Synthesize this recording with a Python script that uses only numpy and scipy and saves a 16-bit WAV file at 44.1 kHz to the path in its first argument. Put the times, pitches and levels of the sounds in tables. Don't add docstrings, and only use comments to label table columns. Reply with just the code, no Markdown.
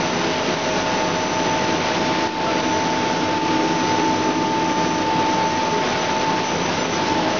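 import sys
import numpy as np
from scipy import signal
from scipy.fft import rfft, irfft, next_fast_len
from scipy.io import wavfile
from scipy.ndimage import uniform_filter1d, map_coordinates

SR = 44100
rng = np.random.default_rng(int(sys.argv[2]) if len(sys.argv) > 2 else 0)


def gain_from_decibels(decibels):
    exponent = np.asarray(decibels, float) / 20
    return 10 ** exponent


def put_to_file(sound):
    columns = np.atleast_2d(sound).T
    safe = np.clip(columns, -1, 1)
    whole_steps = np.round(safe * 32767)
    wavfile.write(sys.argv[1], SR, whole_steps.astype(np.int16))


N = 325899
TIME = np.arange(N) / SR
COARSE = TIME[::64]
GEAR_HZ, PUMP_HZ = 885.7, 314.75
CARRIER_HZ, SUPPLY_HZ, SLOT_HZ = 5999.9, 30.97, 550.1


def unit(x):
    return x / np.sqrt(np.mean(x ** 2) + 1e-20)


def curves(rows):
    s, *columns = np.transpose(rows)
    return [np.interp(TIME, s, column) for column in columns]


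def smooth(values):
    return np.interp(TIME, COARSE, values)


def wobble(rate):
    where = np.cumsum(np.broadcast_to(rate, len(COARSE))) * COARSE[1]
    return map_coordinates(rng.standard_normal(700), [where])


def sway(rate):
    return smooth(wobble(rate))


def bell(s, half):
    return np.exp(-((COARSE - s) / half) ** 2)


def changes(rows):
    return smooth(sum(db * bell(s, half) for s, db, half in rows))


def swells(rows, late=0):
    return smooth(gain_from_decibels(-57) + late + sum(gain_from_decibels(db) * bell(s, half) for s, db, half in rows))


def bursts(rows):
    s, db = np.transpose(rows)
    past_node = np.diff(s, prepend=s[0]) > .075
    sign = (-1) ** np.cumsum(past_node)
    return (gain_from_decibels(db) * sign) @ bell(s[:, None], .04)


def filtered(x, response):
    m = next_fast_len(N + 8192)
    return irfft(rfft(x, m) * response(np.fft.rfftfreq(m, 1 / SR)), m)[:N]


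def patchy(depth_db):
    z = signal.stft(rng.standard_normal(N), nperseg=512)[2]
    field = uniform_filter1d(rng.standard_normal(z.shape), size=8, axis=0)
    field = uniform_filter1d(field, size=10, axis=1)
    return signal.istft(z * gain_from_decibels(depth_db * unit(field)), nperseg=512)[1][:N]


# (time [s], speed [fades per second])
MOTION = [
    (0, 2.08),
    (3.4, 1.05),
    (3.8, 0.39),
    (5, 0.71),
    (5.4, 5.02),
    (7.39, 4.4),
]


def camera_speed():
    return np.interp(COARSE, *np.transpose(MOTION))


def tone(hz, fade, blur=.0, start=None):
    speed = camera_speed()
    echo = 1 + fade * (wobble(speed) + 1j * wobble(speed))
    echo = echo * np.exp(1j * blur * wobble(6))
    start = rng.random() if start is None else start
    block = np.exp(2j * np.pi * (hz * COARSE + start))
    within = np.exp(2j * np.pi * hz * TIME[:64])
    turn = np.outer(block, within).ravel()[:N]
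    return unit(np.real(smooth(echo) * turn))


# (time [s], roar level [dB], how low it stoops [0-1])
CAMERA = [(0, -28.5, 0.3), (.5, -27.5, 0.2), (1.2, -29, 0.2), (2, -28, 0.8), (2.5, -28.5, 0.5),
          (3.2, -29, 0.9), (4, -30, 0.85), (4.6, -30, 0.9), (5.3, -29.5, 1), (5.75, -29.5, 0.3),
          (6.3, -28.5, 0.6), (6.8, -28.5, 0.6), (7.05, -29, 1), (7.39, -28, 0.4)]
# (frequency [Hz], level [dB per Hz])
ROAR = [(15, -31), (25, -13.5), (48, -21), (162, -7), (321, -8.5), (462, -6), (567, -4), (622, -7.5),
        (799, -4.5), (875, -2), (1030, -8.5), (2610, -11.5), (5180, -18), (5800, -21.5), (7540, -53),
        (12800, -120)]
# (frequency [Hz], width [Hz], level [dB])
CASINGS = [
    (101, 26, -2),
    (170.2, 39, 0.5),
    (189, 18, -0.5),
    (263, 61, 2),
    (307, 170, -3),
    (348, 50, 4.5),
    (410, 11, 2.5),
    (501.6, 8, 5.5),
]
# (time [s], change [dB], half length [s])
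SURGES = [(.28, 0, 0.065), (.4, -17, 0.059), (.49, 9.5, 0.02), (2.63, -10, 0.044), (2.96, -4.5, 0.096),
          (3.99, -0.5, 0.077), (4.28, 7, 0.017), (4.86, 2.5, 0.093), (5.2, 4, 0.051), (5.66, -3, 0.038),
          (6.2, -0.5, .15), (6.46, -9, 0.038), (6.54, 2.5, .04), (7.14, 8, 0.029)]
# (time [s], change [dB], half length [s])
GUSTS = [
    (1.0, 0, 0.034),
    (1.9, 1, .1),
    (3.93, 1.5, 0.074),
    (4.48, 0, 0.064),
    (5.9, 0.5, 0.11),
]


def air():
    gain_db, low = curves(CAMERA)
    bright_db = -0.2 - 0.8 * low + 0.43 * sway(3)
    rumble_db = -32 + 3.5 * low + changes(SURGES)
    f, level = np.transpose(ROAR)

    def spectrum(hz):
        return gain_from_decibels(np.interp(np.log(hz + 1), np.log(f[:-2]), level[:-2]))

    def hollow(hz):
        return 1 - .55 * sum(np.exp(-((hz - c) / 9) ** 2) for c in (GEAR_HZ, 2 * PUMP_HZ))

    def casing(hz):
        return np.sqrt(sum(gain_from_decibels(2 * db) / (1 + (2 * (hz - c) / w) ** 4) for c, w, db in CASINGS))

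    roar = unit(filtered(patchy(depth_db=0.25), spectrum))
    roar = filtered(roar, hollow)
    hiss = filtered(roar, lambda hz: hz ** 2 / (hz ** 2 + 3000 ** 2))
    rumble = unit(filtered(patchy(depth_db=0.5), casing))
    flutter_db = smooth(0.37 * wobble(11) + .5 * wobble(30) + .5 * wobble(90))
    fans = gain_from_decibels(flutter_db) * gain_from_decibels(gain_db + 5.5 + changes(GUSTS)) * (roar + (gain_from_decibels(bright_db) - 1) * hiss)
    return fans + gain_from_decibels(rumble_db) * rumble


# (frequency [Hz], level [dB])
FAR = [
    (640, -47),
    (995.5, -48),
    (375, -45),
    (445.5, -50),
    (5475, -56),
    (5680, -60),
]
# (time [s], level [dB])
KNOCKS = [(2.2, -33.5), (2.47, -36), (2.5, -33.5), (3.8, -30.5), (3.865, -32), (3.89, -33), (3.98, -25.5),
          (5.24, -33.5), (5.42, -38), (5.88, -31.5), (5.9, -35)]


def far():
    hum = sum(gain_from_decibels(db) * tone(hz, fade=.4, blur=.3) for hz, db in FAR)
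    noise = rng.standard_normal(N)
    grit = unit(filtered(noise, lambda hz: hz ** 2 / (hz ** 2 + 1400 ** 2) / (1 + (hz / 4200) ** 4)))
    s, db = np.transpose(KNOCKS)
    since = np.maximum(TIME - s[:, None], 0)
    rise = 1 - np.exp(-since / .004)
    decay = gain_from_decibels(-60 * since / .12)
    return hum + (gain_from_decibels(db) @ (decay * rise)) * grit


# (time [s], pitch [Hz], level [dB])
CHINKS = [(0.25, 1205, -27), (0.798, 3962, -33), (0.994, 1894, -28), (1.898, 3962, -32), (1.927, 1550, -27),
          (2.975, 1550, -29), (3.168, 1464, -27), (3.294, 3359, -34), (3.872, 4565, -30),
          (3.897, 3875, -31), (3.976, 3531, -33), (3.985, 2928, -32), (3.987, 2497, -30),
          (4.824, 4737, -35), (5.087, 4823, -36), (5.24, 3100, -32), (5.423, 4306, -32), (5.571, 1894, -29),
          (5.692, 2497, -31), (5.898, 3703, -32), (5.983, 3617, -33), (6.311, 1119, -26),
          (6.493, 4737, -34)]


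def rattle(count=900):
    when, pitch, size = rng.random((count, 3)).T
    s, hz, db = np.transpose(CHINKS)
    s = np.r_[s - .008, when * N / SR][:, None]
    hz = np.r_[hz, 1500 * 3.6 ** pitch][:, None]
    db = np.r_[db + 3.5, -41 + 7 * size - 6 * pitch][:, None]
    t = np.arange(SR // 20) / SR
    envelope = gain_from_decibels(db - 60 * t / 0.07) * (1 - np.exp(-t / .0025))
    partials = np.sin(2 * np.pi * hz * t) + .6 * np.sin(2 * np.pi * 1.045 * hz * t)
    ring = envelope * partials * .8
    at = (s * SR).astype(int) + np.arange(len(t))
    return np.bincount(at.ravel(), ring.ravel(), N + len(t))[:N]


# (time [s], pitch [Hz], half length [s], level [dB], octave [dB])
SQUEAKS = [(2.492, 668, .024, -26, 1), (.27, 416, .06, -23, -30), (7.25, 836, .1, -29, -30),
           (6.68, 935, .06, -33, -30), (6.15, 1449, .25, -39, -30), (6.32, 1056, .15, -38, -30),
           (6.6, 705.2, .25, -33.5, -30), (5.76, 416, .05, -27, -30), (5.9, 185, .08, -30, -30),
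           (5.55, 1860, .05, -37, -30), (5.9, 1470, .12, -39, -30)]


def belt():
    x = np.zeros(N)
    for s, hz, half, db, octave_db in SQUEAKS:
        turn = 2 * np.pi * hz * TIME
        envelope = gain_from_decibels(db) * np.exp(-((TIME - s) / half) ** 4)
        x += envelope * (np.sin(turn) + gain_from_decibels(octave_db) * np.sin(2 * turn))
    return x


# (frequency [Hz], from [s], to [s], level [dB])
SPANS = [
    (1449.5, 0, 1.2, -45),
    (1449.5, 1.4, 4.1, -43.5),
    (1449.5, 5.8, 7.1, -46),
    (1200.5, 3.3, 5.7, -41.5),
    (1081.4, 5.9, 6.6, -42),
    (1228.7, .9, 1.9, -44),
]


def spans():
    x = np.zeros(N)
    for hz, start, end, db in SPANS:
        gate = (np.tanh((TIME - start) / .08) - np.tanh((TIME - end) / .08)) / 2
        x += gain_from_decibels(db + 1.5 * sway(5)) * gate * tone(hz, fade=.2, blur=.3)
    return x


# (order [cycles per turn], level [dB])
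MESH = [(25, -51.2), (29, -57.6), (30, -53.2), (31, -55.2), (37, -55.0), (39, -58.3), (40, -55.9),
        (41, -53.3), (43, -57.6), (45, -53.1), (47, -52.7), (48, -41.5), (49, -41.6), (50, -53.6),
        (56, -47.1), (57, -48.6), (58, -53.7), (62, -55.8), (64, -46.3), (66, -55.5), (69, -48.0),
        (71, -45.5), (72, -41.6), (73, -42.3), (74, -49.1), (75, -43.2), (76, -50.6), (77, -49.3),
        (79, -52.0), (81, -47.9), (82, -45.8), (84, -48.6), (89, -50.3), (93, -55.1), (95, -50.8),
        (96, -39.2), (97, -47.2), (101, -52.5), (102, -53.0), (112, -55.3), (115, -55.0), (116, -54.3),
        (117, -50.0), (119, -48.0), (120, -38.6), (121, -49.6), (122, -54.0), (130, -56.5), (132, -53.4),
        (139, -57.5), (140, -54.7), (141, -58.1), (144, -45.0), (145, -46.0), (147, -52.0), (151, -58.4),
        (152, -55.4), (153, -52.2), (167, -57.7), (168, -57.9)]
# (time [s], change [dB], half length [s])
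GEARBOX_NODES = [
    (6.2, -4, .2),
    (7.15, -3.5, .15),
    (2.25, -3.5, .1),
]


def gearbox():
    shaft_hz, teeth, loudest_s = 3.469, 24, .255
    t = TIME[::16]
    speed = camera_speed() / 2
    group = 2 * np.pi * rng.random(teeth)
    x = 0
    for order, db in MESH:
        echo = np.interp(t, COARSE, 1 + .25 * (wobble(speed) + 1j * wobble(speed)))
        scatter = .55 if order > 3.7 * teeth else 1.5
        phase = 2 * np.pi * order * shaft_hz * (t - loudest_s)
        phase = phase + group[round(order / teeth)] + scatter * rng.standard_normal()
        x = x + gain_from_decibels(db + .8) * unit(np.real(echo * np.exp(1j * phase)))
    return gain_from_decibels(changes(GEARBOX_NODES)) * signal.resample_poly(x, 16, 1)[:N]


# (time [s], level [dB])
GEAR = [(0, -34), (.27, -34), (.45, -31.5), (.7, -32), (.95, -28), (1.55, -25.5), (1.9, -30.5), (2.13, -26),
        (3, -24.5), (4, -21.5), (5.3, -23), (5.75, -25), (5.93, -32.5), (6.25, -22), (6.45, -27.5),
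        (6.73, -37), (7.12, -25.5), (7.39, -34)]
# (time [s], change [dB], half length [s])
GEAR_DIPS = [
    (1.14, -4, .07),
    (4.0, -1, 0.088),
    (1.3, -4.5, 0.083),
    (2.62, -3.5, 0.074),
    (3.22, -4, 0.09),
    (3.7, -3, 0.16),
    (4.33, -4, 0.19),
    (4.95, -4, 0.1),
]
# (time [s], level [dB])
PUMP = [(0, -47), (.3, -38), (.5, -49), (1, -40), (1.5, -33), (2, -33.5), (2.6, -30), (3, -33),
        (3.25, -28.5), (4.5, -28.5), (5.15, -30), (5.6, -30.5), (5.9, -50), (6.1, -52), (6.3, -32.5),
        (6.7, -43.5), (7.03, -34), (7.39, -31.5)]
# (time [s], change [dB], half length [s])
SECOND_NODES = [(.0, -4, 0.073), (.2, -6, .07), (.7, 4, 0.032), (1.9, 3, 0.33), (2.3, -9, 0.046),
                (2.65, 0.5, .15), (2.88, -2, .07), (3.43, -14, 0.12), (3.95, -10, 0.17), (5.15, -10, 0.099),
                (5.75, -2, 0.22), (6.47, -8, 0.13), (6.72, -1, .08), (6.95, -6.5, .13), (7.3, 3, .1)]
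# (frequency [Hz], level held high [dB], change when low [dB])
STOOPED = [
    (705.2, -49, 8),
    (1200.5, -58, 8),
]
# (frequency [Hz], level [dB])
TONES = [(43, -56.1), (185.7, -45.3), (368.8, -41.4), (617.7, -49), (623.6, -48), (635.3, -48),
         (712.6, -50), (879.8, -49), (891.6, -46), (666.2, -45), (466.3, -42.6), (571.3, -47.4),
         (736.8, -49.4), (786.6, -50.9), (827.7, -47.2), (839.1, -46.8), (862.7, -48.8), (909.1, -51.4),
         (932.7, -48.3), (944.1, -50.1), (958.2, -51.7), (1056.5, -48.8), (1081.4, -46.5), (1105.6, -57.3),
         (1228.7, -48.2), (1285.9, -50.5), (1425.2, -54.2), (1449.5, -54), (1474.4, -53.1), (1818.2, -51.4)]


def gears():
    low = curves(CAMERA)[1]
    gear_db = curves(GEAR)[0] + changes(GEAR_DIPS) + 0.66 * sway(16)
    first_db = curves(PUMP)[0] + 2.2 * sway(7.7)
    second_db = -29 - 7 * low + changes(SECOND_NODES) + (0.28 + 0.84 * low) * sway(5.0)
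    turn = 1 + 0.054 * np.cos(2 * np.pi * 11.0 * TIME)
    x = gain_from_decibels(gear_db) * turn * tone(GEAR_HZ, fade=0.078, blur=0.17)
    x += gain_from_decibels(second_db) * tone(2 * PUMP_HZ, fade=.03, blur=.4)
    x += gain_from_decibels(first_db) * tone(PUMP_HZ, fade=.03, blur=.2)
    x += sum(gain_from_decibels(db + low_db * low) * tone(hz, fade=.25, blur=.5) for hz, db, low_db in STOOPED)
    return x + sum(gain_from_decibels(db) * tone(hz, fade=.4, blur=.35) for hz, db in TONES)


# (time [s], level [dB], half length [s])
FIRST_SWELLS = [(.1, -42.5, .24), (.98, -43, 0.067), (1.2, -46, 0.11), (1.47, -44.5, 0.21),
                (1.97, -50, 0.058), (2.25, -50, 0.053), (2.75, -42.5, 0.21), (3.3, -53, 0.12),
                (3.85, -44, 0.12), (4.2, -45.5, .28), (4.88, -42, 0.19)]
THIRD_SWELLS = [
    (0, -50.5, 0.15),
    (.32, -52, 0.097),
    (.62, -45, 0.21),
    (1.38, -44.5, 0.52),
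    (2.7, -51, .22),
    (3.15, -46, 0.11),
    (3.45, -48.5, 0.1),
    (3.97, -45, 0.15),
    (4.72, -50, 0.18),
]
FIFTH_SWELLS = [
    (.15, -57, 0.34),
    (.75, -43.5, 0.18),
    (1.35, -54, .1),
    (1.8, -46.5, 0.2),
    (2.8, -51, 0.39),
    (3.68, -44.5, 0.15),
    (4.65, -53, 0.24),
]
SLOT_SWELLS = [
    (.7, -47, 0.19),
    (1.2, -53, 0.089),
    (2.1, -46, 0.2),
    (2.75, -53, .25),
    (3.15, -49, .1),
    (3.6, -45, 0.23),
    (4.05, -47.5, .2),
    (4.85, -49, 0.22),
]
NINTH_SWELLS = [
    (.6, -55, 0.15),
    (1.0, -54, .08),
    (2.05, -53, 0.16),
    (2.7, -52.5, 0.23),
    (3.6, -57, .2),
    (4.35, -54.5, .28),
    (5.5, -52, 0.16),
    (6.4, -60, .3),
]
ELEVENTH_SWELLS = [
    (.5, -54, 0.18),
    (1.25, -51.5, 0.16),
    (1.85, -59, 0.2),
    (2.7, -53.5, .2),
    (3.6, -56, 0.25),
    (4.15, -54, .17),
    (4.9, -56.5, .2),
    (6.1, -58, 0.28),
]
# (time [s], level [dB])
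FIRST_BURSTS = [(5.3, -47), (5.35, -48), (5.48, -47), (5.57, -45), (5.65, -44), (5.73, -45), (5.82, -51.5),
                (5.9, -45), (6.01, -40), (6.11, -44.5), (6.2, -39), (6.31, -45.5), (6.57, -40), (6.68, -54),
                (6.82, -53), (6.92, -41), (7.06, -45)]
THIRD_BURSTS = [(5.21, -49), (5.29, -54), (5.35, -40), (5.48, -43), (5.56, -40.5), (5.64, -48), (5.71, -51),
                (5.79, -41), (5.89, -43), (6.05, -39), (6.14, -45), (6.21, -52), (6.3, -43.5), (6.38, -49),
                (6.46, -38), (6.5, -41.5), (6.56, -51), (6.64, -39), (6.68, -55), (6.76, -44.5),
                (6.84, -41), (6.94, -39.5), (7.03, -50), (7.09, -51), (7.15, -53), (7.2, -50), (7.3, -42.5),
                (7.37, -47.5)]
FIFTH_BURSTS = [(5.2, -50), (5.29, -46), (5.57, -53), (5.73, -42.5), (5.98, -53), (6.08, -50), (6.19, -56),
                (6.55, -42), (6.75, -48), (6.8, -48), (6.91, -48), (6.96, -38), (7.09, -49), (7.2, -50),
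                (7.37, -44.5)]
SLOT_BURSTS = [(5.33, -45), (5.52, -39), (5.62, -51), (5.69, -54), (5.95, -48), (6.01, -47), (6.2, -53),
               (6.31, -52), (6.38, -42), (6.46, -48), (6.73, -42), (6.93, -48), (7.08, -40), (7.19, -55),
               (7.31, -46), (7.38, -56)]
# (odd multiple of the supply below the carrier [count], level [dB])
SIDEBANDS = [(7, -60.8), (9, -55.4), (11, -55.1), (13, -61.4), (15, -59), (17, -58.1), (19, -62.1),
             (23, -63.1), (25, -65.4), (27, -60.5), (29, -59.1), (31, -63.1), (33, -60.3), (39, -59.6),
             (45, -56.6), (49, -62.9), (51, -58.5), (61, -59.3), (65, -55.9), (67, -55.9), (71, -56.7),
             (73, -57.1)]
# (offset [supply multiples], level [dB])
SLOTS = [
    (0, 0),
    (-6, -7),
    (6, -13),
]


def inverter():
    def side(k, fade, blur, start=None):
        return tone(CARRIER_HZ - k * SUPPLY_HZ, fade, blur, start)

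    first = swells(FIRST_SWELLS, bursts(FIRST_BURSTS))
    third = swells(THIRD_SWELLS, bursts(THIRD_BURSTS))
    fifth = swells(FIFTH_SWELLS, bursts(FIFTH_BURSTS))
    slot = swells(SLOT_SWELLS, bursts(SLOT_BURSTS))
    strong = first * side(1, .05, .35, 0) - third * side(3, .05, .4, .06) - fifth * side(5, .05, .4, 0)
    own = {9: swells(NINTH_SWELLS), 11: swells(ELEVENTH_SWELLS)}
    weak = 0
    for k, db in SIDEBANDS:
        weak = weak + own.get(k, gain_from_decibels(db)) * side(k, .1 if k in own else .7, .45)
    slots = 0
    for k, db in SLOTS:
        slots = slots + gain_from_decibels(db) * tone(CARRIER_HZ - SLOT_HZ + k * SUPPLY_HZ, fade=.06, blur=.3)
    return gain_from_decibels(0.59 * sway(12)) * strong + gain_from_decibels(-1.0) * weak + slot * slots


def scene():
    x = air() + far() + rattle() + belt() + spans() + gearbox() + gears() + inverter()
    return np.array([x, x])


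def mirrored(x):
    below = filtered(x, lambda hz: hz < CARRIER_HZ)
    flipped = below * 2 * np.cos(2 * np.pi * 2 * CARRIER_HZ * TIME)
    image = filtered(flipped, lambda hz: (hz > CARRIER_HZ) * gain_from_decibels(-.02 * np.abs(hz - CARRIER_HZ)))
    return below + image


# (time [s], from [Hz], to [Hz], level [dB])
SPLITS = [
    (3.139, 4100, 5250, -45),
    (3.905, 4100, 5700, -40),
    (6.808, 5550, 6900, -41),
    (6.97, 4100, 5800, -40),
]


def split():
    noise = rng.standard_normal(N)
    x = np.zeros(N)
    for s, lo, hi, db in SPLITS:
        band = unit(filtered(noise, lambda hz: (hz > lo) & (hz < hi)))
        x += gain_from_decibels(db) * np.exp(-((TIME - s) / .016) ** 4) * band
    return x


def low_pass(x):
    return signal.sosfilt(signal.butter(12, 7280, fs=SR, output="sos"), x)


# (time [s], depth [dB], recovery [s])
DUCKS = [(0.551, -2.5, 0.073), (0.831, -2.5, 0.033), (1.266, -0.5, 0.033), (2.276, -5, .15),
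         (2.3, -0.5, .08), (2.61, -4, 0.018), (3.385, -3, 0.059), (4.0, 0.5, 0.12), (4.32, -1.5, 0.043),
         (4.6, -1, 0.066), (4.73, -2, 0.045), (6.251, -1.5, 0.033), (6.448, -1.5, 0.038), (6.87, -2, 0.045)]
# (from [Hz], share of time kept [0-1])
TOP_BANDS = [
    (6950, .85),
    (7040, .55),
    (7150, .3),
]


def record(dry):
    duck_db = 0
    for s, db, back in DUCKS:
        duck_db = duck_db + db * (TIME > s) * np.exp(-np.abs((TIME - s) / back) ** 3)
    mono = dry[0] * gain_from_decibels(uniform_filter1d(duck_db, size=300))
    mono = mono / (1 + np.abs(mono / .46) ** 6) ** (1 / 6)
    mono = filtered(mono, lambda hz: hz ** 4 / np.sqrt(hz ** 8 + 36 ** 8))
    hz, t, z = signal.stft(mirrored(mono), SR, nperseg=2048)
    for from_hz, share in TOP_BANDS:
        z[hz > from_hz] *= np.repeat(rng.random(len(t)) < share, 2)[:len(t)]
    mono = signal.istft(z, SR, nperseg=2048)[1][:N] - .0037
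    side = split()
    return low_pass(np.array([mono + side, mono - side]))


dry = scene()
out = record(dry)
put_to_file(out)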